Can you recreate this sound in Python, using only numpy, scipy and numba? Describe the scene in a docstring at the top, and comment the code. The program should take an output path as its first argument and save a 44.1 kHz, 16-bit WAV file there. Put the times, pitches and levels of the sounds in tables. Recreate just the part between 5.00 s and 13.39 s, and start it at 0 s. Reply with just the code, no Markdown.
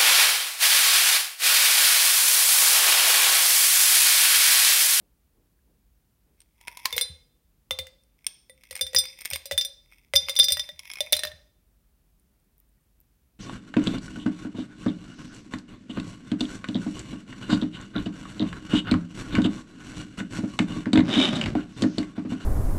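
"""A quiet kitchen hums and hisses, with a few faint bumps and a pip. From 1.4 s ice cubes scrape and knock
in a hand-held tumbler, and from 1.9 s they drop into a glass jar on a wooden table. Each blow cracks and
rings the glass wall and its air column; landings thump the table, and the room answers. As the jar fills,
its air note rises and its ring shortens. From 7.2 s the ice ticks as it cracks under a thin stream,
itself unheard, and two more faint pips sound in the background."""
import sys
import numpy as np
from scipy import signal
from scipy.fft import rfft, irfft, next_fast_len
from scipy.io import wavfile
from numba import njit

SR = 44100
rng = np.random.default_rng(int(sys.argv[2]) if len(sys.argv) > 2 else 0)


def transcribe(u):
    """Save the signal u as a 16-bit wav file named by the first command-line argument.

    u: samples, shape (n,) or (channels, n), limited to [-1, 1]; the rate is SR.
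    q: integer samples, one column per channel.
    """
    v = np.clip(np.atleast_2d(u).T, -1, 1)
    q = np.round(v * 32767).astype(np.int16)
    wavfile.write(sys.argv[1], SR, q)


N = 369999

# The tone of ice touching glass. Each row: frequency in Hz, gain in dB.
ICE_CONTACT_EQ = [(300, -38), (1000, -21.5), (2200, 3.5), (4000, 4), (7500, -4), (11000, -3.5), (16000, -7)]
# The tumbler wall, damped by hand and ice, in three families of modes: low, middle, top.
# Each row: pitch in Hz, level in dB, t60 in seconds before the ring factor.
TUMBLER_WALL = [
    [(2193, 0, 0.033), (2470, -3.5, 0.029)],
    [(3350, -4, 0.012), (5260, -3, 0.02), (5690, -8.5, 0.017)],
    [(13400, 1, .025), (14150, -6.5, .025)],
]
# The tumbler rings longer as it tips and empties. Each row: time in seconds, ring factor, high mode in Hz,
# air column in dB against the crack, then high mode and top family in dB against the upper modes.
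TUMBLER_TIPPING = [(1.5, 0.75, 8740, -26, 9.5, -10), (1.62, 0.57, 9400, -9, 0.5, -9.5),
                   (1.901, 0.67, 9900, -15, 0, -19.5), (2.901, 0.73, 8860, -40, 3.5, -13.5),
                   (4.3, 0.88, 8980, -32.5, 2.5, -1.5), (4.999, 1, 8830, -28.5, 1, -2.5),
                   (5.7, 1.23, 10030, -23, -8.5, -27.5)]
TUMBLER_AIR_HZ = 930  # the air column before the first cube leaves


def undb(db):
    """Decibels to gain."""
    return 10 ** (np.asarray(db, float) / 20)


def colour(x, points):
    """EQ through (Hz, dB) points on a log-frequency axis."""
    hz, db = np.transpose(points)
    size = next_fast_len(len(x))
    bin_hz = np.maximum(np.arange(size // 2 + 1) * SR / size, 1)
    gain = undb(np.interp(np.log(bin_hz), np.log(hz), db))
    return irfft(rfft(x, size) * gain, size)[:len(x)]


def band(x, lo_hz, hi_hz):
    """Gentle Butterworth band-pass."""
    return signal.sosfilt(signal.butter(2, [lo_hz, min(hi_hz, .45 * SR)], "band", fs=SR, output="sos"), x)


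def swells(start_s, length_s, db, rise_s, fall_s):
    """Envelope of events that grow, hold and fade, 10 dB in each rise or fall time."""
    t = np.arange(0, N, 64) / SR
    early = np.maximum(start_s[:, None] - t, 0) / rise_s
    late = np.maximum(t - (start_s + length_s)[:, None], 0) / fall_s
    gain = undb(db[:, None] - 10 * (early + late)).sum(axis=0)
    return np.interp(np.arange(N) / SR, t, gain)


@njit
def strike(at, size, pole, keep, like):
    """A resonator: every blow damps the old ring to the share `keep` and adds its own."""
    out, ring = np.zeros_like(like), 0j
    for k in range(len(size)):
        ring = keep * ring + size[k]
        for i in range(at[k], at[k + 1]):
            out[i] = ring.imag
            ring *= pole[k]
            if abs(ring.real) + abs(ring.imag) < 1e-7:
                break
    return out


def mode(start_s, db, hz, t60, keep, scatter_db=2.0):
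    """A mode struck at each start; the spot struck sets its sign and scatters its level."""
    spot = rng.standard_normal((len(start_s), 2))
    size = np.sign(spot[:, 0]) * undb(db + scatter_db * spot[:, 1])
    decay = np.log(1000) / (np.maximum(t60, .003) * SR)
    pole = np.exp(2j * np.pi * hz / SR - decay) * np.ones(len(start_s))
    at = np.maximum.accumulate((start_s * SR).astype(np.int64))
    return strike(np.append(at, N), size, pole, keep, np.empty(N))


def bursts(start_s, db, decay_s):
    """Short noise bursts that die away."""
    kicks = np.zeros(N)
    np.add.at(kicks, (start_s * SR).astype(int), undb(db))
    envelope = signal.lfilter([1], [1, -np.exp(-1 / (decay_s * SR))], kicks)
    return envelope * rng.standard_normal(N)


def kitchen():
    """A bed of steady rumble and hiss, with faint low bumps elsewhere in the room."""
    # The shape of the room tone. Each row: frequency in Hz, relative level in dB.
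    room_tone_eq = [(22, -38.5), (31, -14), (42, 3), (62, -2), (85, -11.5), (160, -13), (250, -17.5),
                    (500, -27.5), (1000, -32.5), (4000, -37.5), (7000, -39), (11000, -35.5), (16000, -34)]
    # Each row: time of the bump's peak in seconds, level in dB.
    bumps = [(.0, -65), (.38, -66.5), (.69, -68), (1.29, -68)]
    bed = colour(rng.standard_normal(N), room_tone_eq)
    low = band(rng.standard_normal(N), 120, 460)
    peak_s, db = np.transpose(bumps)
    bump_gain = swells(peak_s, 0, db, rise_s=.033, fall_s=.08)
    return bed / bed.std() * undb(-65) + low / low.std() * bump_gain


def pips():
    """Faint short notes in the background."""
    # Each row: start in seconds, level in dB, pitch in Hz.
    notes = [(0.5906, -68, 1660), (7.6094, -76.5, 1900), (7.7792, -72, 1895)]
    start_s, db, hz = np.transpose(notes)
    return mode(start_s, db, hz, t60=.037, keep=0., scatter_db=0)


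def slide(slips_per_s=700, spread_db=6.0):
    """Ice scrapes the tumbler: dense uneven micro-slips, heard directly and through its wall and air."""
    # Each row: start of the scrape in seconds, hold in seconds, level in dB.
    scrapes = [(1.387, 0.031, -77), (1.649, 0.1, -59), (1.851, 0.11, -47), (3.217, 0.065, -72.5),
               (3.645, 0.021, -64), (3.733, 0.11, -62.5), (3.988, 0.13, -54), (4.23, 0.13, -50.5),
               (4.44, 0.067, -72.5), (4.913, 0.09, -65), (5.227, 0.1, -58.5), (5.397, 0.27, -57),
               (5.852, 0.2, -56), (6.16, .13, -58.5)]
    chance, strength = rng.random((N, 2)).T
    slip_db = -spread_db * np.log(1 - .98 * strength)
    slips = (chance < slips_per_s / SR) * undb(slip_db) * rng.standard_normal(N)
    t = np.arange(N) / SR
    when, _, high_hz, air_db, *_ = np.transpose(TUMBLER_TIPPING)
    low, middle = (sum(undb(db) * band(slips, hz * .92, hz * 1.08) / hz for hz, db, _ in family)
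                   for family in TUMBLER_WALL[:2])
    # the high mode moves with the load: a narrow band of slips rides on its pitch
    carrier = np.cos(2 * np.pi * np.cumsum(np.interp(t, when, high_hz)) / SR)
    high = band(slips, 15, 300) * carrier
    top = band(slips, 11000, 14300)
    air = band(slips, TUMBLER_AIR_HZ * .96, TUMBLER_AIR_HZ * 1.08)
    direct = colour(slips, ICE_CONTACT_EQ)
    mix = [(low, 0), (middle, -6), (high, -9), (top, -12), (direct, -7),
           (air, np.interp(t, when, air_db) + 7.5)]
    scrape = sum(undb(db) * layer / layer.std() for layer, db in mix)
    return scrape * swells(*np.transpose(scrapes), rise_s=.05, fall_s=.06)


def room(x):
    """The kitchen's diffuse tail builds over 6 ms; each octave fades at its own rate."""
    # Each row: centre of the octave in Hz, t60 in seconds, level in dB.
    octaves = [(350, 0.79, -12), (686, 0.46, -8), (1400, 0.4, -12.5), (2830, 0.47, -16.5),
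               (5693, 0.5, -16.5), (11000, 0.25, -18)]
    t = np.arange(SR // 2) / SR
    fade_in = np.clip(t / .006, 0, 1)
    tail = 0
    for hz, t60, db in octaves:
        noise = band(rng.standard_normal(len(t)), hz / np.sqrt(2), hz * np.sqrt(2))
        envelope = fade_in * 1000 ** (-t / t60)
        tail = tail + undb(db) * noise * envelope / np.sqrt(t60 * SR / 14)
    return signal.fftconvolve(x, tail)[:N]


def crack(start_s, db, snap_s, tail_s, tail_db):
    """Brittle contact of ice on glass: a snap, a crumbling tail and the cube's own two-note clack."""
    octaves = np.clip(.6 * rng.standard_normal((len(start_s), 2)).T, -1, 2)
    clack = sum(mode(start_s, db - 8, hz, t60=.0061, keep=0.) for hz in 3300 * 2 ** octaves)
    snap = bursts(start_s, db, snap_s)
    crumble = bursts(start_s, db + tail_db, tail_s)
    return colour(snap + crumble, ICE_CONTACT_EQ) + clack


def tumbler():
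    """Cubes knock on short, hand-damped modes; the high one sits where grip and load leave it."""
    # Each row: start of the blow in seconds, then levels in dB of crack, low modes and upper modes.
    blows = [(1.404, -47.5, -61, -52.5), (1.417, -47.5, -78, -61), (1.6122, -42, -49, -50.5),
             (1.6744, -34, -30.5, -43.5), (1.6812, -31.5, -27, -34), (1.772, -27, -40.5, -38.5),
             (1.796, -40.5, -54, -48.5), (1.856, -7.5, -17.5, -25.5), (3.036, -62, -74.5, -64.5),
             (3.2445, -57, -45, -53), (3.2665, -19, -36.5, -17), (3.6361, -40.5, -46, -61),
             (3.7279, -45, -39, -40), (3.7543, -38, -32.5, -28), (3.764, -30, -32.5, -36),
             (3.7754, -32, -42, -43), (3.7932, -36, -31.5, -42), (4.0388, -45, -34, -38),
             (4.0544, -31.5, -35.5, -39), (4.1887, -38.5, -40, -46), (4.2098, -32.5, -52.5, -41.5),
             (4.218, -49, -38, -39.5), (4.2504, -27.5, -41, -40), (4.2557, -22, -31.5, -25.5),
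             (4.3027, -33.5, -48.5, -29), (4.3116, -36, -26, -30), (4.3589, -24, -25.5, -27.5),
             (4.9227, -59, -43, -60.5), (5.793, -31.5, -41.5, -29.5), (5.8547, -42, -40.5, -41.5),
             (5.9007, -36.5, -31, -32.5), (5.915, -45, -40.5, -28), (5.9356, -27.5, -36.5, -35.5),
             (5.956, -40, -35.5, -33.5), (5.9715, -42.5, -33.5, -39.5), (5.9853, -42.5, -33.5, -37.5),
             (6.0697, -52.5, -36.5, -52.5)]
    start_s, crack_db, low_db, upper_db = np.transpose(blows)
    when, *tipping = np.transpose(TUMBLER_TIPPING)
    ring, high_hz, air_db, high_db, top_db = (np.interp(start_s, when, column) for column in tipping)
    # the air note rises while the first cube slides out
    sliding_s = np.clip(start_s - when[1], 0, when[2] - when[1])
    air_hz = TUMBLER_AIR_HZ * (1 + .51 * sliding_s)
    air = mode(start_s, crack_db + air_db, air_hz, t60=.052, keep=.7, scatter_db=.5)
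    family_db = [low_db, upper_db, upper_db + top_db]
    wall = sum(mode(start_s, blow_db + db, hz, t60 * ring, keep=.72)
               for blow_db, family in zip(family_db, TUMBLER_WALL) for hz, db, t60 in family)
    high = mode(start_s, upper_db + high_db, high_hz, t60=.029 * ring, keep=.6, scatter_db=-1.4)
    knock = band(bursts(start_s, low_db - 1, decay_s=.003), 730, 2300)
    contact = crack(start_s, crack_db, snap_s=.0015, tail_s=.0085, tail_db=-14.5)
    return wall + high + air + knock + contact


def jar():
    """Falling cubes crack on the jar and ring its wall and air column, each with a dull knock."""
    # A corner excites the treble more than a flat face. Each row: start of the blow in seconds,
    # then levels in dB of crack, lowest wall mode, middle modes, treble modes, air column and knock.
    blows = [(1.9269, -16, -23.5, -41.5, -41, -31.5, -25.5), (1.9649, -29, -39.5, -31.5, -29.5, -28.5, -41),
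             (1.9801, -6, -40, -33.5, -37, -50, -18), (2.0113, -19, -19, -23, -19, -29, -27.5),
             (2.7089, -16.5, -21.5, -37, -31.5, -29.5, -23), (2.7887, -15, -25.5, -47.5, -37, -28.5, -28.5),
             (2.8691, -32, -52, -62.5, -65, -62, -42), (3.4966, -44.5, -49.5, -63, -51.5, -41, -40.5),
             (3.7099, -22, -48, -46.5, -41, -37, -33.5), (3.811, -14.5, -17, -21, -23, -32.5, -40.5),
             (3.8663, -29, -29, -33, -39, -67, -43), (3.9326, -28.5, -43, -44, -55, -36, -38),
             (3.9477, -14, -32.5, -34.5, -24, -23.5, -18.5), (3.9628, -15.5, -18.5, -7, -30, -35, -36.5),
             (3.9853, -23, -16, -16, -15.5, -38, -43), (4.3251, -38, -34.5, -38, -45, -46, -33),
             (4.3339, -12, -29.5, -33.5, -32.5, -31.5, -45), (4.4564, -23.5, -45.5, -36, -34.5, -39, -52),
             (4.5117, -18.5, -29.5, -31, -34, -23.5, -20.5), (4.521, -16.5, -30, -42, -43.5, -28.5, -41),
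             (4.5781, -13.5, -13, -22, -25, -32, -29.5), (4.6111, -15, -21, -22, -42, -56.5, -41.5),
             (4.6492, -26, -24, -28, -30, -56, -59), (5.137, -22, -38, -33.5, -31.5, -19.5, -16),
             (5.1548, -14.5, -20.5, -13, -24, -45.5, -44.5), (5.1607, -23, -7, -9, -17.5, -57.5, -51),
             (5.2855, -24, -33.5, -32, -40.5, -44, -21), (5.2948, -14.5, -21, -24.5, -28, -34.5, -27),
             (5.3541, -25.5, -44.5, -40, -41, -46.5, -42.5), (5.3637, -23, -17, -19, -31.5, -55, -47.5),
             (5.3896, -19.5, -12.5, -30, -14, -34, -34.5), (5.3985, -21.5, -3.5, -11, -20, -31, -41.5),
             (5.4314, -24.5, -28, -17, -33.5, -37, -35.5), (5.4421, -30.5, -21, -15.5, -22, -55, -43.5),
             (5.4843, -16, -14.5, -21, -30.5, -37.5, -38), (5.5041, -27, -23, -22, -30, -35.5, -32),
             (5.5212, -12, -16, -13.5, -16, -50, -37.5), (5.5703, -29, -30, -29, -34.5, -39, -26),
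             (5.5954, -19.5, -20, -22, -33, -41.5, -30), (5.6904, -33.5, -29.5, -42, -49, -44, -32),
             (6.0056, -15.5, -15.5, -18.5, -23.5, -21.5, -34),
             (6.1243, -41.5, -22.5, -34.5, -14, -21.5, -27), (6.1296, -2.5, -8.5, -13, -23, -50.5, -25),
             (6.1509, -28.5, -28, -41, -35, -67, -45.5), (6.1665, -20, -32, -26, -23, -43.5, -43),
             (6.1923, -25, -24.5, -25, -28, -37.5, -32.5), (6.2349, -18, -24.5, -24, -29.5, -27, -20.5),
             (6.2507, -21, -45, -28.5, -39, -34, -27), (6.2711, -27.5, -27.5, -42, -45, -43, -34),
             (6.3166, -43, -40, -53, -54, -45, -35.5)]
    # The glass in five families of modes: lowest, base, middle, high, top.
    # Each row: pitch in Hz, level in dB, t60 of the free ring in seconds.
    wall_modes = [
        [(3574, 0, .18)],
        [(4043, 0, .27), (4520, -10, .07)],
        [(4933, -5, .13), (5152, -7, .075), (5812, -10, .12), (5900, -12, .09), (7200, -22, .07)],
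        [(8375, -14, .1), (8858, -6, .12), (9062, -9, .08), (9428, -7, .08), (9625, -13, .06), (9890, -12, .12)],
        [(10890, -6, .05), (12160, -13, .07), (12780, -14, .05), (13090, -13, .05), (13515, -9, .06),
         (14290, -13, .06), (15030, -15, .045)],
    ]
    # Piling ice lifts the air note, lowers the knock and damps the wall. Each row: time in seconds,
    # air note in Hz, knock in Hz, share of the free ring time, base family in dB against the treble.
    filling = [(1.9, 486, 2165, 1, -8.5), (2.1, 500, 2150, 0.96, -6), (2.75, 523.4, 2057, 1, -15),
               (3.9, 518.3, 1925, 0.94, -23), (4.498, 548.6, 1980, 0.94, -11),
               (5.141, 554, 2040, 0.86, -20.5), (5.29, 536, 2123, 0.84, -15.5), (5.57, 586, 1937, .8, -11),
               (6.001, 585, 1950, 0.38, -10), (6.3, 615, 1805, 0.39, 3)]
    start_s, crack_db, lowest_db, middle_db, treble_db, air_db, knock_db = np.transpose(blows)
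    when, *fill = np.transpose(filling)
    air_hz, knock_hz, ring, base_db = (np.interp(start_s, when, column) for column in fill)
    family_db = [lowest_db, treble_db + base_db, middle_db, treble_db, treble_db - 1]
    family_scatter_db = [.5, 1.5, 2.5, 4.5, 5.5]  # fine mode shapes depend more on the spot struck
    base_hz = wall_modes[1][0][0]
    wall = 0
    for blow_db, scatter_db, family in zip(family_db, family_scatter_db, wall_modes):
        for hz, db, t60 in family:
            # ice resting on the wall shifts the upper modes a little at each blow
            detune = 1 + .0024 * (hz > base_hz) * rng.standard_normal(len(start_s))
            wall += mode(start_s, blow_db + db, hz * detune, t60 * ring, keep=.3, scatter_db=scatter_db)
    wall = band(wall, 2500, 19000)  # the wall's ring is kept above 2.5 kHz, with no low thud
    air = mode(start_s, air_db, air_hz, t60=.11 * ring ** .4, keep=.9, scatter_db=-3.5)
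    air = band(air, 547, 1500)  # the column needs a cycle or two to swing up
    knock_tone = mode(start_s, knock_db - 5.5, knock_hz, t60=.069, keep=.44, scatter_db=0)
    knock_noise = band(bursts(start_s, knock_db + 7.5, decay_s=.00068), 830, 4300)
    contact = crack(start_s, crack_db - 5, snap_s=.0017, tail_s=.012, tail_db=-11.5)
    return wall + air + knock_tone + knock_noise + contact


def table():
    """Landing cubes thump the wooden table; its low boards take a moment to swing."""
    # Each row: start of the thump in seconds, level in dB.
    landings = [(1.93, -49), (2.01, -55), (2.094, -43), (2.709, -45.5), (2.79, -44.5), (3.707, -57),
                (3.819, -48), (3.952, -43), (4.317, -43), (4.521, -41), (5.14, -39.5), (5.221, -47),
                (5.288, -54.5), (5.393, -46), (5.439, -46), (5.511, -46.5), (5.57, -52), (5.719, -51),
                (6.008, -52.5), (6.141, -49), (6.241, -43), (6.33, -50.5)]
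    # Each row: pitch of a board mode in Hz, level in dB, t60 in seconds.
    board_modes = [(77.5, 3, 0.26), (81.5, 0, 0.15), (165.3, -3.5, 0.11)]
    start_s, db = np.transpose(landings)
    boards = sum(mode(start_s, db + mode_db, hz, t60, keep=.7, scatter_db=-1)
                 for hz, mode_db, t60 in board_modes)
    return band(band(boards, 60, 220), 60, 220)


def ticks():
    """Ice cracking under water: tiny bright snaps with a brief pitch."""
    # Each row: start in seconds, level in dB, pitch in Hz.
    fractures = [(7.197, -55, 9420), (7.4004, -62, 8390), (7.4454, -63.5, 11080), (7.5809, -50, 13800),
                 (7.5914, -60.5, 9510), (7.601, -45, 13540), (7.6907, -57.5, 8970), (7.8104, -64, 9000),
                 (7.8394, -65.5, 9290), (8.003, -45, 12780), (8.0126, -51, 13960)]
    start_s, db, hz = np.transpose(fractures)
    ping = mode(start_s, db - 3, hz, t60=.012, keep=0., scatter_db=0)
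    snap = band(bursts(start_s, db - 3, decay_s=.00076), 8900, 17000)
    body = band(bursts(start_s, db - 22, decay_s=.0023), 2000, 4100)
    return ping + snap + body


def scene():
    """Glass and ice with their room tail, over dry table thumps and the background, in mono."""
    near = jar() + tumbler() + slide() + ticks()
    return (near + room(near) + table() + pips() + kitchen())[None]


def record(dry):
    """Soft saturation rounds the loudest peaks; a steep low-pass cuts the top at 16 kHz."""
    rounded = np.tanh(1.068 * dry) / 1.142
    return signal.sosfilt(signal.ellip(10, .2, 60, 16000, fs=SR, output="sos"), rounded)


dry = scene()
out = record(dry)
transcribe(out)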